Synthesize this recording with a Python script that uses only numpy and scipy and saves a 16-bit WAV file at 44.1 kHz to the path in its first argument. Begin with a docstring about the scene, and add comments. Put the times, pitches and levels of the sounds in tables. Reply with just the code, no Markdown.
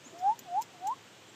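"""A ruffed grouse close by gives three soft, rising coos in a quiet forest.
Between and over them come short dry crackles, likely its feet shifting on jacket cloth, and a few soft bumps.
A small bird chirps twice further off; a steady hiss of leaves and air lies under everything."""
import sys
import numpy as np
from scipy import signal
from scipy.fft import rfft, irfft
from scipy.io import wavfile
from scipy.ndimage import uniform_filter1d

SR = 44100
rng = np.random.default_rng(int(sys.argv[2]) if len(sys.argv) > 2 else 0)


def output_pcm(signal):
    """Save a mono or channel-first signal as 16-bit PCM at the path in sys.argv[1].

    Samples are clipped to [-1, 1] before scaling.
    """
    pcm = np.clip(np.atleast_2d(signal).T, -1, 1) * 32767
    wavfile.write(sys.argv[1], SR, np.round(pcm).astype(np.int16))


N = 59535

# one table per coo: (s, pitch Hz, level dB)
COOS = [[(.125, 653, -58), (.155, 675, -50), (.19, 710, -51), (.228, 734, -34), (.266, 790, -23.5), (.303, 862.3, -24.5), (.328, 923, -34.5), (.355, 975, -62)],
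        [(.44, 856, -70), (.476, 720, -47.5), (.505, 691.7, -44), (.545, 722.3, -33), (.583, 840, -26), (.596, 881, -29), (.618, 973, -42.5), (.635, 1010, -69)],
        [(.73, 757, -66), (.752, 732.5, -56), (.785, 680.5, -64.5), (.83, 734.5, -42.5), (.855, 765, -35), (.889, 865, -29.5), (.905, 935, -31.5), (.921, 1026, -31), (.936, 1092, -40), (.947, 1130, -62)]]
OVERTONE_DB = -32.5
JITTER, JITTER_HZ, SHIMMER_DB = 0.002, 120, 0.77

# snaps of cloth: (s, decay s, level dB, ring Hz, broad body dB, sizzle above 10 kHz dB; the last two relative to the snap)
SNAPS = [(0.184, .003, -53.5, 5800, -7, -12), (0.1901, 0.0037, -46.5, 5600, -9, -22), (.194, 0.024, -62.5, 7200, 0, -6),
         (0.39, 0.0027, -44.5, 5680, -3, -12), (0.3922, 0.0018, -40.5, 7150, -2.5, -2.5),
         (.613, 0.005, -48, 6800, -2, -13), (0.6184, 0.0014, -40, 6600, -5, 0), (0.62, 0.0035, -38.5, 7150, -11.5, -10.5), (.6254, 0.0011, -34.5, 5270, -5, -20),
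         (0.869, 0.00078, -43.5, 6600, -14, -8), (0.8718, .0015, -33, 7170, -13, -21), (.875, 0.00076, -35.5, 7120, -6, -11)]
SNAP_RISE_S = 0.0002
SNAP_BODY = [(800, -25), (2500, -1), (4200, -7), (5700, -4), (7200, 6.5), (8000, -10.5), (9000, -28), (16000, -40)]  # (Hz, dB)
SNAP_SIZZLE = [(7000, -40), (9500, -18), (11500, -4.5), (13000, -0.5), (14300, 0), (15200, -2), (16000, -17)]  # (Hz, dB)

# soft low bumps: (s, length s, pitch Hz, level dB)
BUMPS = [(0.055, 0.025, 262, -51.5), (0.119, 0.034, 367, -51.5), (0.41, 0.022, 231, -53.5)]

CHIRP_ECHO_DB, NEAR_ECHO_DB, SNAP_ECHO_DB = -7, -31, -10.5
FOREST_T60_S, NEAR_T60_S = 0.32, 0.056

AIR = [(25, -16), (60, -17), (105, 3), (170, -0.5), (300, 0), (550, -2), (850, -3.5), (1100, -5.5), (1700, -5.5), (2230, -7), (3200, -5), (4000, -9.5), (4870, -13), (7400, -11.5), (8400, -17.5), (9800, -30.5), (12000, -28), (14300, -26), (15500, -33)]  # (Hz, dB per Hz)
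AIR_DB = -55
RUSTLE = [(60, -43.5), (150, -27), (260, -2), (360, 5), (520, -9), (1200, -11), (5000, -54)]  # (Hz, dB per Hz)
RUSTLE_LEVEL = [(0, -73), (.15, -57), (.3, -63.5), (.55, -66), (.85, -63), (1.1, -80.5), (1.35, -66)]  # (s, dB)
EDGE_HZ = 15500  # fixed
TIME = np.arange(N) / SR
THROAT_HZ, THROAT_WIDTH_HZ = 1490, 210  # the overtone is strongest as it passes this resonance
RASP_HZ = None
RASP_DB = -30  # faint roughness that follows the tone's level
RASP = [(300, -32.5), (650, -10.5), (900, 0), (1100, -2.5), (1400, -10.5), (1700, -19.5), (3000, -29), (7000, -16), (10000, -55)]  # (Hz, dB)
SNAP_RING_HZ, SNAP_RING_DB = 600.5, -3  # width and level of each snap's own ring
BUMP_WAVER = 0.11  # share of the pitch
LOW_CUT_HZ = 84
# chirps of the small bird: (s, length s, starting pitch Hz, level dB)
CHIRPS = [(0.037, .052, 6015, -53.5), (1.272, 0.042, 6870, -62.5)]
CHIRP_RISE_HZ_PER_S, CHIRP_WAVER_HZ = 30000, 80
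CHIRP_S = None
CHIRP_LENGTH_S = None
CHIRP_HZ = None
CHIRP_DB = None


def amp(db):
    """Decibels to gain."""
    return 10 ** (np.asarray(db) / 20)


def unit(x):
    """Scales to rms 1."""
    return x / np.sqrt(np.mean(x ** 2) + 1e-20)


def add(mix, s, sound):
    """Mixes a sound in at a time."""
    part = mix[max(0, round(s * SR)):][:len(sound)]
    part += sound[:len(part)]


def noise(spectrum):
    """Noise of rms 1 with the given colour."""
    hz, db = np.transpose(spectrum)
    f = np.fft.rfftfreq(N, 1 / SR)
    return unit(irfft(rfft(rng.standard_normal(N)) * amp(np.interp(np.log(f + 1), np.log(hz), db)), N))


def wobble(rate_hz):
    """Random drift of rms 1, no faster than the rate."""
    f = np.fft.rfftfreq(N, 1 / SR)
    return unit(irfft(rfft(rng.standard_normal(N)) / (1 + (f / rate_hz) ** 2) ** 2, N))


def echoes(x, t60, gap_s):
    """Scattered reflections from ground, trunks and leaves."""
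    t = TIME[:SR // 2]
    taps = rng.standard_normal(len(t)) * (rng.random(len(t)) < .1) * (t > gap_s)
    taps = taps * np.exp(-np.log(1000) * t / t60)
    return signal.fftconvolve(x, taps / np.linalg.norm(taps))[:N]


def coo(curve):
    """A nearly pure tone that swells as it bends upward, then stops."""
    s, hz, db = np.transpose(curve)
    pitch = uniform_filter1d(np.interp(TIME, s, hz), size=700) * (1 + JITTER * wobble(JITTER_HZ))
    phase = 2 * np.pi * np.cumsum(pitch) / SR
    level = amp(np.interp(TIME, s, db) + SHIMMER_DB * wobble(JITTER_HZ)) * (TIME > s[0]) * (TIME < s[-1])
    throat = 1 / np.hypot(1, 2 * (2 * pitch - THROAT_HZ) / THROAT_WIDTH_HZ)
    tone = np.sqrt(2) * (np.sin(phase) + amp(OVERTONE_DB) * throat * np.sin(2 * phase))
    return uniform_filter1d(level, size=200) * (tone + amp(RASP_DB) * noise(RASP))


def crackles():
    """Clusters of tiny snaps, each a burst with its own ring that dies in a few milliseconds."""
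    body, sizzle, out = noise(SNAP_BODY), noise(SNAP_SIZZLE), np.zeros(N)
    for s, decay, db, hz, body_db, sizzle_db in SNAPS:
        age = np.maximum(TIME - s, 0)
        shape = np.minimum(age / SNAP_RISE_S, 1) * np.exp(-np.maximum(age - SNAP_RISE_S, 0) / decay)
        ring = np.sqrt(2) * np.sin(2 * np.pi * np.cumsum(hz + SNAP_RING_HZ * wobble(1988)) / SR)
        out += amp(db) * shape * (amp(body_db) * body + amp(SNAP_RING_DB) * ring + amp(sizzle_db) * sizzle)
    return out


def bumps():
    """Dull, rounded knocks of uncertain pitch."""
    out = np.zeros(N)
    for s, length, hz, db in BUMPS:
        shape = np.hanning(round(length * SR))
        pitch = hz * (1 + BUMP_WAVER * wobble(280)[:len(shape)])
        add(out, s, np.sqrt(2) * amp(db) * shape * np.sin(2 * np.pi * np.cumsum(pitch) / SR))
    return out


def small_bird():
    """Thin rising whistles from among the trees."""
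    out = np.zeros(N)
    for s, length, hz, db in CHIRPS:
        t = np.arange(0, length, 1 / SR)
        pitch = hz + CHIRP_RISE_HZ_PER_S * t + CHIRP_WAVER_HZ * wobble(300)[:len(t)]
        add(out, s, np.sqrt(2) * amp(db) * np.sin(np.pi * t / length) * np.sin(2 * np.pi * np.cumsum(pitch) / SR))
    return out + amp(CHIRP_ECHO_DB) * echoes(out, FOREST_T60_S, gap_s=0.0046)


def background():
    """Steady forest hiss and a low rustle that settles when the calls end."""
    return amp(AIR_DB) * noise(AIR) + amp(np.interp(TIME, *np.transpose(RUSTLE_LEVEL))) * noise(RUSTLE)


def scene():
    """The grouse and the cloth close by, the forest around them."""
    grouse, cloth = sum(coo(curve) for curve in COOS), crackles()
    near = grouse + cloth + amp(SNAP_ECHO_DB) * echoes(cloth, NEAR_T60_S, gap_s=.004)
    return (near + amp(NEAR_ECHO_DB) * echoes(near, FOREST_T60_S, gap_s=0.013) + bumps() + small_bird() + background())[None]


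def record(dry):
    """The recorder's low cut and band limit."""
    thin = signal.sosfilt(signal.butter(4, LOW_CUT_HZ, "high", fs=SR, output="sos"), dry)
    return signal.oaconvolve(thin, signal.firwin(511, EDGE_HZ, window=("kaiser", 9), fs=SR)[None], "same")  # fixed


dry = scene()
out = record(dry)
output_pcm(out)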